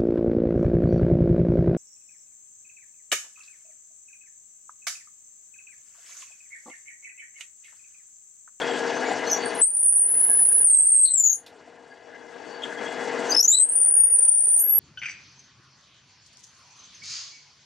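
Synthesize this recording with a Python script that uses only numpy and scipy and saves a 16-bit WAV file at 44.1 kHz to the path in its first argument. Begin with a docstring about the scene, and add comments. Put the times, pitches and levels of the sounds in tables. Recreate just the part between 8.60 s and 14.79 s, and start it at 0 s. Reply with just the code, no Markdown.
"""A lathe rumbles, hums and rasps throughout as a long drill bit is pushed by hand into a spinning blank.
Faint chirps sound from the start and loud squeals from one second on, in a small workshop.
The steel squeals in the bore: friction excites near-sines that waver once per turn.
Rumble and rasp are noise shaped by resonances, the hum is a set of steady tones, a knock is a noise burst.
The recorder's gain control ducks under the loud squeals, so the rumble sinks and comes back slowly."""
import sys
import numpy as np
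from scipy import signal
from scipy.fft import rfft, irfft, next_fast_len
from scipy.io import wavfile
from scipy.ndimage import uniform_filter1d, minimum_filter1d

SR = 44100
rng = np.random.default_rng(int(sys.argv[2]) if len(sys.argv) > 2 else 0)


def file_out(sig):
    """Save sig as 16-bit WAV at sys.argv[1]."""
    # one column per channel
    cols = np.atleast_2d(sig).T
    # limit, then scale
    lim = np.clip(cols, -1, 1)
    pcm = np.round(lim * 32767).astype(np.int16)
    wavfile.write(sys.argv[1], SR, pcm)


N = 272979

# Source levels are those ahead of the gain control.
# Squeals with a winding pitch and level, one table each:
# (time [s], pitch [Hz], level [dB], pitch swing per turn [%])
SQUEALS = [
    [(1.008, 7650, -50, 0.89), (1.02, 8050, -23, 0.67), (1.034, 8320, -2, 0.9), (1.05, 8970, -20.5, 0.5),
     (1.105, 9050, -27.5, 0.77), (1.14, 9280, -25.5, 3.1), (1.296, 9470, -21, 1.7),
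     (1.36, 9460, -19.5, 2.86), (1.465, 9480, -24, 1.65), (1.495, 10090, -23.5, 3.2),
     (1.58, 9900, -23, 2.4), (1.63, 10100, -22, 2.75), (1.662, 10300, -28.5, 4.3), (1.695, 10090, -25, 3.4),
     (1.85, 9960, -24, 3.45), (1.94, 9870, -26, 2.9), (1.975, 10070, -24.5, 2.24), (2.02, 9630, -25, 2.7),
     (2.05, 9490, -22.5, 3.3), (2.078, 8960, -22, 2.4), (2.15, 8460, -20.5, 2.14),
     (2.21, 8270, -20.5, 1.27), (2.27, 8890, -23.5, 3.05), (2.37, 8530, -18.5, 2.4),
     (2.462, 8240, -17, 1.37), (2.475, 8270, -28, 1.35), (2.52, 8170, -21, 1.3), (2.566, 7540, -22.5, 1.25),
     (2.586, 7280, -16, 1.45), (2.662, 6820, -15.5, 2.35), (2.732, 6496, -21.5, 1.85),
     (2.745, 6130, -48.5, 1.7)],
    [(1.085, 10270, -39, 2.2), (1.18, 10570, -36, 3), (1.25, 10730, -26.5, 0.83), (1.31, 10800, -31, 1.08),
     (1.365, 10920, -28, 1.1), (1.435, 11130, -40, 1.1), (1.455, 11200, -52, 1.3)],
    [(4.705, 4580, -71, 1.1), (4.721, 4825, -49, 1.5), (4.742, 5140, -68.5, 1.5), (4.751, 5320, -43, 1.3),
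     (4.762, 5300, -65, 1.3), (4.767, 5260, -36, 1.1), (4.795, 5320, -34, 2), (4.802, 5600, -30, 1.6),
     (4.811, 5620, -21.5, 1.4), (4.825, 6000, -53, 1.2), (4.85, 6200, -20.5, 0.74), (4.87, 6600, -63, 0.81),
     (4.877, 6640, -39, 0.92), (4.882, 6770, -15.5, 1.1), (4.954, 7980, -26.5, 2),
     (5.028, 8200, -19.5, 0.87), (5.075, 9100, -41, 1.3)],
    [(4.91, 3580, -56.5, 1.5), (4.926, 3800, -26.5, 0.46), (4.95, 3997, -27.5, 1.2),
     (4.975, 4060, -35.5, 0.57), (5.02, 3850, -78, 0.97)],
    [(5.095, 10160, -44.5, 2), (5.115, 9700, -33, 3.3), (5.165, 9410, -24.5, 1.24),
     (5.225, 9197, -22.5, 1.66), (5.3, 9490, -22.5, 0.84), (5.37, 9535, -18.5, 0.51),
     (5.44, 9560, -20, 0.39), (5.515, 9580, -21.5, 0.81), (5.58, 9220, -21, 1.2), (5.66, 9210, -18, 1.27),
     (5.72, 9176, -19, 1.1), (5.815, 9216, -20.5, 1.33), (5.974, 9230, -21.5, 1.77), (6.01, 9530, -29, 1.7),
     (6.05, 9340, -54, 1.7)],
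    [(5.96, 12600, -54, 0.68), (5.998, 11750, -27.5, 1), (6.045, 11560, -23.5, 0.19),
     (6.11, 11470, -22.5, 0.39), (6.19, 11520, -23.5, 0.97)],
]
# Chirps and faint whistles that rise to one peak and fall: (peak time [s], rise [s], fall [s],
# first pitch [Hz], last pitch [Hz], peak level [dB], pitch swing per turn [%])
CHIRPS = [(0.019, 0.016, 0.026, 3520, 3220, -59, 5.1), (.07, .08, .3, 3300, 3240, -67, 3.2),
          (.1, 0.21, 0.29, 7620, 7700, -74.5, 1.8), (.38, .2, .08, 6100, 6300, -74, 1.5),
          (.48, .1, 0.21, 6800, 7370, -74.5, 2), (.83, .25, 0.22, 4540, 4530, -71.5, 1),
          (0.675, 0.018, 0.018, 4300, 4420, -62, 2.5), (0.681, 0.032, 0.036, 5990, 6210, -58.5, .5),
          (0.698, 0.026, 0.044, 6260, 6530, -58, .7), (0.7, .012, 0.027, 5150, 5400, -60.5, 3.1),
          (0.716, .014, 0.023, 6210, 6320, -46, 0.65), (0.724, 0.022, 0.042, 5770, 6010, -45.5, 2.2),
          (0.747, .018, 0.03, 5945, 6090, -58.5, 0.99), (0.737, 0.051, 0.081, 6600, 6750, -61.5, 4),
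          (0.779, .04, 0.042, 6620, 6700, -61, 1.2), (0.86, 0.059, 0.086, 8700, 9550, -66, 3.2),
          (0.954, 0.0091, 0.023, 9080, 8940, -55.5, 3.3), (0.953, 0.031, 0.038, 10060, 11100, -67, 1.5),
          (1.005, 0.034, 0.01, 8900, 10000, -52, 1.3), (1.006, 0.049, 0.027, 10950, 9700, -50, 1.4),
          (1.494, 0.028, 0.13, 11400, 10750, -37, 2.5), (1.52, .04, .1, 8570, 8800, -52, 2),
          (1.66, 0.063, 0.074, 10600, 10900, -44, 2), (2.227, 0.02, 0.21, 9200, 8980, -30, 3.8),
          (2.457, 0.011, 0.045, 4404, 3960, -23.5, 3.9), (2.485, .012, 0.012, 4026, 4050, -24, 1.6),
          (2.73, 0.025, 0.041, 6930, 7230, -27.5, 2.3), (2.735, 0.068, 0.032, 5770, 5920, -47.5, 1.1),
          (2.743, 0.014, 0.071, 9650, 9200, -35.5, 1.1), (3.299, .04, 0.33, 4650, 4560, -72.5, 1.6),
          (3.966, 0.25, 0.095, 4520, 4580, -73, 1.5), (4.023, 0.013, .03, 3250, 3300, -57, 3.4),
          (4.037, 0.016, 0.037, 3300, 3324, -54, 3.8), (4.04, 0.027, .04, 7700, 7570, -75, 2.2),
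          (4.18, .02, .04, 3200, 3280, -67, 2), (4.243, .02, .04, 7700, 7800, -80, 1.9),
          (4.268, 0.036, 0.065, 3243, 3480, -61.5, 1.5), (4.29, 0.053, 0.046, 7600, 7900, -78, 3.7),
          (4.708, 0.028, 0.03, 6190, 6170, -46, 2.1), (4.792, 0.02, 0.035, 6680, 6860, -49, 1.2),
          (4.828, 0.0082, 0.047, 6820, 7200, -29, 1.3), (5.079, 0.097, 0.073, 9100, 9940, -42, 1.8),
          (5.09, 0.035, 0.18, 8540, 9040, -30, 2.16), (5.924, 0.021, 0.072, 12100, 12450, -42, .7),
          (5.951, 0.0052, 0.029, 7860, 7800, -38, 7.6), (5.991, 0.013, 0.021, 6360, 6120, -39, 4),
          (6.003, 0.021, 0.025, 7200, 7280, -44, 3.3)]
CHIRP_RANGE_DB = 33  # climbed in the rise and lost in the fall
# The off-centre bore and two flutes bend the pitch each turn: (cycles per turn [1], share [1], phase [rad])
WOBBLE = [(1, 0.7, 5.76), (2, 0.47, 3.9), (3, 0.24, .63), (4, 0.24, 2.38), (5, 0.2, 2.8)]
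# Overtones of each squeal, before their purity and treble losses: (multiple [1], level [dB re fundamental])
OVERTONES = [(2, -19), (3, -27.5)]
# Stereo place of the squeals, about which they wander: (time [s], left minus right [dB])
SQUEAL_LEAN = [(0.65, 5), (0.96, -3), (1.02, 9.5), (1.07, -0.5), (1.25, -1.5), (2.36, -0.5), (2.55, 7),
               (2.89, 1.5), (3.72, 4), (4.68, 3.5), (5.0, 4.5), (5.11, -2), (5.16, 4.5), (5.35, -0.5),
               (5.88, 0.5), (5.99, -1.5), (6.05, 7), (6.19, -2.5)]
# Moments when the squeal drops out: (time [s], half length [s], loss [dB])
SLIPS = [(1.482, 0.0041, 9), (2.04, 0.0039, 8.5), (2.572, 0.004, 6), (2.632, 0.0076, 11),
         (2.692, 0.0032, 10), (4.759, .005, 12.5), (4.822, 0.0047, 10), (4.873, 0.0039, 12),
         (4.963, 0.0049, 10), (5.08, .006, 5), (5.2, 0.0042, 5.5), (5.334, 0.0045, 7.5),
         (5.431, 0.0039, 10), (5.466, 0.0033, 10), (5.495, 0.0049, 13), (5.606, .006, 9),
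         (5.67, 0.0056, 10)]
TURNS_PER_S = 32.1
BALANCE_WANDER_DB, GRIP_CHANCE_DB = 2, 2.6
# The rougher the bore, the more the grip flutters: share per % of swing
FLUTTER_HZ, FLUTTER_PER_SWING = 380, 0.13
# Quieter squeals are purer: overtone dB lost per dB under the full level
OVERTONE_GROWTH, OVERTONE_FULL_DB, OVERTONE_CHANCE_DB = 0.3, -39.5, 4
OVERTONE_KNEE_HZ, OVERTONE_LOSS_DB_PER_KHZ = 12500, 3.5
SATURATION = 3.77  # per squared height: two squeals at once breed side tones

# Broad colour of the rasp: (frequency [Hz], density [dB per Hz, relative])
RASP = [(760, -31.5), (1300, -18), (1660, 5), (1880, -6), (2060, 3), (2290, -16.5), (3000, -25),
        (3900, -45.5), (6600, -120)]
# Resonances of bit and blank: (frequency [Hz], width [Hz], height before the common lift [dB])
BIT = [(1642, 16, 11), (2026, 12, 6), (2830, 32, -8.5), (2930, 20, -22), (3365, 60, -7)]
# Depth of the cut: (time [s], rasp level [dB])
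CUT = [(0.0, -63.5), (1.0, -65), (1.2, -68), (1.48, -62), (1.57, -58), (2.02, -62.5), (2.08, -71.5),
       (2.8, -64.5), (3.28, -70.5), (3.5, -66), (3.95, -67), (4.07, -64.5), (4.74, -67), (4.9, -66.5),
       (5.14, -64), (6.19, -67)]
# Bites of the bit, with brief chatter: (time [s], half length [s], change of the whole rasp and chatter [dB],
# chatter pitch [Hz], chatter peak before its stereo lean [dB re rasp rms])
BITES = [(0.22, 0.019, -4, 1663, 9.5), (0.437, 0.011, 6.5, 1644, 1), (0.47, 0.013, 0.5, 2256, 3),
         (1.615, 0.0074, 2, 1730, 5), (1.713, 0.021, 0, 1660, 13), (1.75, .008, 3.5, 1660, 3),
         (1.794, .006, 3.5, 1760, 10.5), (1.92, 0.0059, 8, 1630, -3), (2.009, 0.011, -3.5, 1650, 13),
         (3.328, 0.021, 6, 1656, 7), (3.558, 0.013, 6.5, 1637, 3.5), (3.56, 0.017, 0.5, 2033, 0.5),
         (3.773, .016, -1.5, 1655, -6.5), (3.84, 0.012, 3.5, 1644, -5), (4.259, .016, 0, 1670, 0.5)]
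# Chips knock on the bit: (time [s], burst level before filtering [dB], centre frequency [Hz])
KNOCKS = [(2.8616, -39.5, 3730)]
KNOCK_ATTACK_S, KNOCK_T60_S = 0.0028, 0.051

# The lathe's rumble and hum over time: (time [s], level [dB], extra lean to the left [dB])
LATHE = [(0.0, -57, -0.5), (.3, -57.5, 0), (.55, -57.5, -0.5), (.8, -59.5, 1), (1.0, -60.5, 1.5),
         (1.1, -58, -2), (1.4, -55, -3), (1.6, -51.5, 1), (1.8, -54.5, -2), (2.03, -55.5, -1),
         (2.1, -59, -1.5), (2.45, -60.5, -2), (2.8, -60.5, -3.5), (2.9, -56.5, -2.5), (3.2, -60.5, 0),
         (3.399, -65.5, 0), (3.5, -63.5, 3.5), (3.7, -65, 3.5), (3.93, -63, 4.5), (4.0, -65, 2.5),
         (4.06, -59.5, 2), (4.17, -66, 3.5), (4.21, -59, 2), (4.3, -63, 2), (4.72, -57, -0.5),
         (4.9, -58.5, -3.5), (5.202, -55, -2), (5.599, -55, -3), (6.19, -56.5, -2.5)]
# Broad colour of the rumble: (frequency [Hz], density [dB per Hz, relative])
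RUMBLE = [(24, -77.5), (40, -56), (100, -28), (265, -9.5), (344, -14.5), (470, -4.5), (542, -19), (656, -4),
          (1220, -16.5), (1670, -12.5), (2330, -21), (2820, -21), (3180, -24), (4660, -26), (7710, -31),
          (12100, -58.5), (15800, -92), (22000, -120)]
# Bed and headstock resonances: (frequency [Hz], width [Hz], height before the common lift [dB])
FRAME = [(264, 36, -11), (428, 140, -4), (694, 280, -6.5), (2547, 230, -8.5), (2940, 77.1, -17),
         (3300, 310, -16), (4560, 150, -12), (5600, 150, -16.5), (6360, 1300, -20), (7300, 310, -24),
         (8430, 660, -27.5)]
# Hum tones: (ratio to motor frequency [1], mean peak before stereo lean [dB re rumble rms])
HUM = [(6, -13), (7.23, -11.5), (9, -14.5), (10, -12), (11, -3), (12, -10), (13.75, -16), (15, -19.5),
       (16, -25.5), (19.25, -16), (21, -12), (22, -21.5), (23, -19.5), (24, -18), (33, -16.5), (68, -16.5)]
# The frame lurches and the low rumble jumps up: (time [s], half length [s], lift [dB])
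LURCHES = [(.295, 0.0076, 1.5), (.511, 0.031, 2.5), (.684, 0.0082, 3.5), (.868, 0.0066, 7),
           (1.586, 0.018, 3.5), (1.699, .012, 6), (2.004, 0.01, 4.5), (3.081, 0.014, 2.5),
           (3.473, 0.0085, 3.5), (3.762, 0.0056, 7), (3.907, .008, 5), (4.553, 0.01, 2.5),
           (5.227, 0.014, 2)]
# Stereo lean of rumble, hum and rasp: (frequency [Hz], left minus right [dB])
LATHE_BALANCE = [(60, 1.5), (140, 7), (350, 9), (840, 8), (2020, 3.5), (4860, 1), (11700, 6.5)]
# Left-right correlation of rumble and rasp: (frequency [Hz], likeness [1])
LATHE_LIKENESS = [(60, .8), (270, 0.91), (570, .94), (1220, 0.96), (2590, .96), (5500, 0.94), (11700, .3)]
MOTOR_HZ, HUM_WAVER, HUM_WAVER_DB = 42.85, .0007, 1.3  # HUM_WAVER is a share of the frequency
GRAIN_DB, LURCH_TOP_HZ = 0.5, 1100

SHOP_T60_S, SHOP_DB = 0.14, -2  # reverberation, level relative to the direct sound
FLOOR_DB, FLOOR_LOW_HZ, FLOOR_TOP_HZ = -70, 70.4, 264  # a low murmur that does not duck
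FULL_GAIN_DB, CEILING_DB, RECOVERY_DB_PER_S = 27, -14, 16
SENSE_S, ATTACK_S = 0.0065, 0.0025
MIC_TOP_HZ, CUTOFF_HZ = 13500, 15800
LIMIT = 0.49  # amplitude


def squeals():
    """Superposition and saturation: all squeals shake one bit, which compresses and radiates no bass."""
    out = np.zeros((2, N), complex)
    for rows in SQUEALS + [chirp(*row) for row in CHIRPS]:
        add_squeal(out, rows)
    out = np.real(out / np.sqrt(1 + SATURATION * abs(out) ** 2))
    return signal.sosfilt(signal.butter(4, 2600, "high", fs=SR, output="sos"), out)


def add_squeal(out, rows):
    """Friction-driven oscillation: a rotating phasor whose pitch and grip are modulated each turn."""
    s, *columns = np.transpose(rows)
    at = np.arange(round(s[0] * SR), min(round(s[-1] * SR), N))
    size = len(at)
    hz, db, swing = [np.interp(at / SR, s, column) for column in columns]
    turn = 2 * np.pi * TURNS_PER_S * at / SR

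    bend = sum(share * np.sin(times * turn + start) for times, share, start in WOBBLE)
    bend += 0.13 * drift(40.0, size=size)
    phase = 2 * np.pi * np.cumsum(hz * (1 + swing / 100 * bend)) / SR

    tone = np.exp(1j * phase)
    purer_db = OVERTONE_GROWTH * np.minimum(db - OVERTONE_FULL_DB, 0)
    purer_db += OVERTONE_CHANCE_DB * drift(30.0, size=size)
    for multiple, overtone_db in OVERTONES:
        above_khz = np.maximum(multiple * hz - OVERTONE_KNEE_HZ, 0) / 1000
        gain = from_db(overtone_db - OVERTONE_LOSS_DB_PER_KHZ * above_khz + purer_db)
        below_nyquist = np.clip((SR / 2 - multiple * hz) / 3000, 0, 1)  # avoids aliasing
        tone += gain * np.exp(1j * multiple * phase) * below_nyquist

    grip_db = db + (1.5 + 0.86 * swing) * np.sin(turn + 3.6) + 2.0 * np.sin(2 * turn + 1.8)
    grip = from_db(grip_db + GRIP_CHANCE_DB * drift(110.0, size=size))
    grip *= 1 + FLUTTER_PER_SWING * swing * drift(FLUTTER_HZ, size=size, order=10)

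    # fade both ends, except an end that meets the end of the scene
    to_end = at[-1] - at + N * (at[-1] == N - 1)
    edge = np.clip(np.minimum(at - at[0], to_end) / (0.014 * SR), 0, 1)
    fade = np.sin(edge * np.pi / 2) ** 2
    pan_db = np.interp(at / SR, *np.transpose(SQUEAL_LEAN))
    pan_db = pan_db + BALANCE_WANDER_DB * drift(10.0, size=size)
    out[:, at] += np.sqrt(2) * tone * grip * fade * from_db([pan_db / 2, -pan_db / 2])


def chirp(peak_s, rise_s, fall_s, first_hz, last_hz, db, swing):
    """Frequency glide: pitch moves evenly while the level climbs to a peak and falls away."""
    low_db = db - CHIRP_RANGE_DB
    peak_hz = first_hz + (last_hz - first_hz) * rise_s / (rise_s + fall_s)
    return [(max(peak_s - rise_s, 0), first_hz, low_db, swing), (peak_s, peak_hz, db, swing),
            (peak_s + fall_s, last_hz, low_db, swing)]


def rasp():
    """Resonant filtering: cutting noise excites bit and blank, and brief bites add chatter tones."""
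    t = np.arange(N) / SR
    out = resonant_noise(RASP, BIT, lift_db=2.0, patchy_db=2.5)
    level_db = np.interp(t, *np.transpose(CUT))
    for s, half_s, change_db, hz, chatter_db in BITES:
        bite = np.exp(-((t - s) / half_s) ** 2)
        level_db = level_db + change_db * bite
        chatter_gain = from_db(chatter_db + np.array([[2.0], [-2.0]]))  # leans left
        out = out + chatter_gain * bite * np.sin(2 * np.pi * hz * t)
    return out * from_db(level_db)


def knocks():
    """Impulsive excitation: a short bright noise burst with a ring at its centre frequency."""
    out = np.zeros(N)
    for s, db, hz in KNOCKS:
        t = np.arange(int(.05 * SR)) / SR
        envelope = from_db(db - 60 * t / KNOCK_T60_S) * np.minimum(t / KNOCK_ATTACK_S, 1)
        burst = rng.standard_normal(len(t)) * envelope
        wide = signal.sosfilt(signal.butter(2, [2800, 11000], "band", fs=SR, output="sos"), burst)
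        ring_band = signal.butter(1, [hz * 0.86, hz * 1.16], "band", fs=SR, output="sos")
        ring = signal.sosfilt(ring_band, burst)
        out[round(s * SR):][:len(t)] += 0.28 * wide + 2.2 * ring
    return out


def lathe():
    """Forced vibration: rumble and hum share one level, and lurches lift their low part."""
    t = np.arange(N) / SR
    out = resonant_noise(RUMBLE, FRAME, lift_db=-9.5, patchy_db=1.5) * from_db(GRAIN_DB * drift(70.0))
    out += hum()
    low = signal.sosfiltfilt(signal.butter(2, LURCH_TOP_HZ, fs=SR, output="sos"), out)
    out += low * (from_db(bumps(LURCHES)) - 1)
    s, *columns = np.transpose(LATHE)
    level_db, lean_db = [np.interp(t, s, column) for column in columns]
    return out * from_db(level_db + lean_db * [[.5], [-.5]])


def hum():
    """Line spectrum: steady tones, most at whole multiples of the motor frequency, a few between."""
    out = np.zeros((2, N))
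    turns = np.cumsum(MOTOR_HZ * (1 + HUM_WAVER * drift(3.3))) / SR
    for (ratio, db), start in zip(HUM, rng.random(len(HUM))):
        tone = np.sin(2 * np.pi * (ratio * turns + start)) * from_db(db + HUM_WAVER_DB * drift(7.0))
        lean = from_db(at_hz(LATHE_BALANCE, ratio * MOTOR_HZ) / 2)
        out += np.outer([lean, 1 / lean], tone)
    return out


def shop(x):
    """Reverberation: direct sound plus a dense decaying tail, unlike between channels mostly in the treble."""
    t = np.arange(int(.6 * SR)) / SR
    mid, side = rng.standard_normal((2, len(t))) * from_db(-60 * t / SHOP_T60_S) * (t > .003)
    side = signal.sosfilt(signal.butter(2, [7500, 12000], "band", fs=SR, output="sos"), side)
    tail = mid + 1.19 * side * [[1], [-1]]
    tail *= from_db(SHOP_DB) / np.sqrt(np.sum(tail ** 2, axis=1, keepdims=True))
    tail[:, 0] = 1  # direct sound
    return signal.fftconvolve(x, tail, axes=1)[:, :N] / np.sqrt(1 + from_db(2 * SHOP_DB))


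def floor():
    """Partially correlated noise: a dull steady murmur, mostly alike in both channels."""
    mid, left, right = rng.standard_normal((3, N))
    band = signal.butter(2, [FLOOR_LOW_HZ, FLOOR_TOP_HZ], "band", fs=SR, output="sos")
    return from_db(FLOOR_DB) * rms_one(signal.sosfilt(band, mid + 0.49 * np.array([left, right])))


def gain_control(x):
    """Feed-forward compression: gain drops fast above a ceiling and creeps back at a steady rate."""
    t = np.arange(N) / SR
    sense, attack = np.exp(-1 / (SENSE_S * SR)), np.exp(-1 / (ATTACK_S * SR))
    power = signal.lfilter([1 - sense], [1, -sense], np.mean(x ** 2, axis=0))
    level_db = 10 * np.log10(power + 1e-12)
    over_db = np.maximum(level_db + FULL_GAIN_DB - CEILING_DB, 0)
    # a running maximum on a tilted axis gives the steady recovery
    held_db = np.maximum.accumulate(over_db + RECOVERY_DB_PER_S * t) - RECOVERY_DB_PER_S * t
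    return x * from_db(FULL_GAIN_DB - signal.lfilter([1 - attack], [1, -attack], held_db))


def resonant_noise(spectrum, modes, lift_db, patchy_db):
    """Modal filtering: stereo noise with resonant peaks; bands swell alone, the treble also fast; mid rms 1."""
    size = next_fast_len(N)
    hz = np.maximum(np.arange(size // 2 + 1) * SR / size, 1)
    power = from_db(2 * at_hz(spectrum, hz))
    for mode_hz, width, db in modes:
        power = power + from_db(2 * (db + lift_db)) / (1 + (2 * (hz - mode_hz) / width) ** 2) ** 2

    mid, side = rfft(rng.standard_normal((2, size))) * np.sqrt(power)
    alike = np.clip(at_hz(LATHE_LIKENESS, hz), 0, 1)
    lean = from_db(at_hz(LATHE_BALANCE, hz) / 2)
    pair = np.sqrt(1 + alike) * mid + np.sqrt(1 - alike) * side * [[1], [-1]]
    pair = pair * [lean, 1 / lean]

    out = 0
    for octave in np.arange(7, 13.5, .5):  # log2 of the band centre in Hz
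        share = np.clip(1 - 2 * abs(np.clip(np.log2(hz), 7, 13) - octave), 0, 1)
        swell = drift(12.1) + (octave - 4.5) * 0.15 * drift(25.0)
        out = out + irfft(pair * share, size)[:, :N] * from_db(patchy_db * swell)
    return out / np.sqrt(np.mean(out.mean(axis=0) ** 2))


def drift(rate, size=N, order=4):
    """Band-limited chance: noise through a low-pass at `rate` Hz, run in for half a second; rms 1."""
    low_pass = signal.butter(order, rate, fs=SR, output="sos")
    slow = signal.sosfilt(low_pass, rng.standard_normal(size + SR // 2))
    return rms_one(slow[SR // 2:])


def bumps(rows):
    """Additive level change: the sum of bell-shaped swells, in dB."""
    t = np.arange(N) / SR
    return sum(db * np.exp(-((t - s) / half_s) ** 2) for s, half_s, db in rows)


def at_hz(points, hz):
    """Logarithmic frequency scale: read a spectrum between its points."""
    points_hz, values = np.transpose(points)
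    return np.interp(np.log(hz), np.log(np.maximum(points_hz, 1)), values)


def rms_one(x):
    """Power normalisation: scale to unit rms."""
    return x / np.sqrt(np.mean(x ** 2) + 1e-20)


def from_db(db):
    """Level definition: decibels to amplitude ratio."""
    return 10 ** (np.asarray(db) / 20)


def scene():
    """Superposition: squeals and knocks ring in the shop, with brief slips, over rasp and lathe."""
    return shop(squeals() + knocks()) * from_db(-bumps(SLIPS)) + rasp() + lathe()


def record(dry):
    """Transduction: microphone low-pass, gain control, steady floor, peak limiter and a steep top cut."""
    heard = signal.sosfilt(signal.butter(2, MIC_TOP_HZ, fs=SR, output="sos"), dry)
    levelled = gain_control(heard) + floor()
    allowed = np.minimum(1, LIMIT / (abs(levelled).max(axis=0) + 1e-9))
    gain = uniform_filter1d(minimum_filter1d(allowed, size=300), size=300)
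    return signal.sosfilt(signal.cheby2(22, 60, CUTOFF_HZ, fs=SR, output="sos"), levelled * gain)


dry = scene()
out = record(dry)
file_out(out)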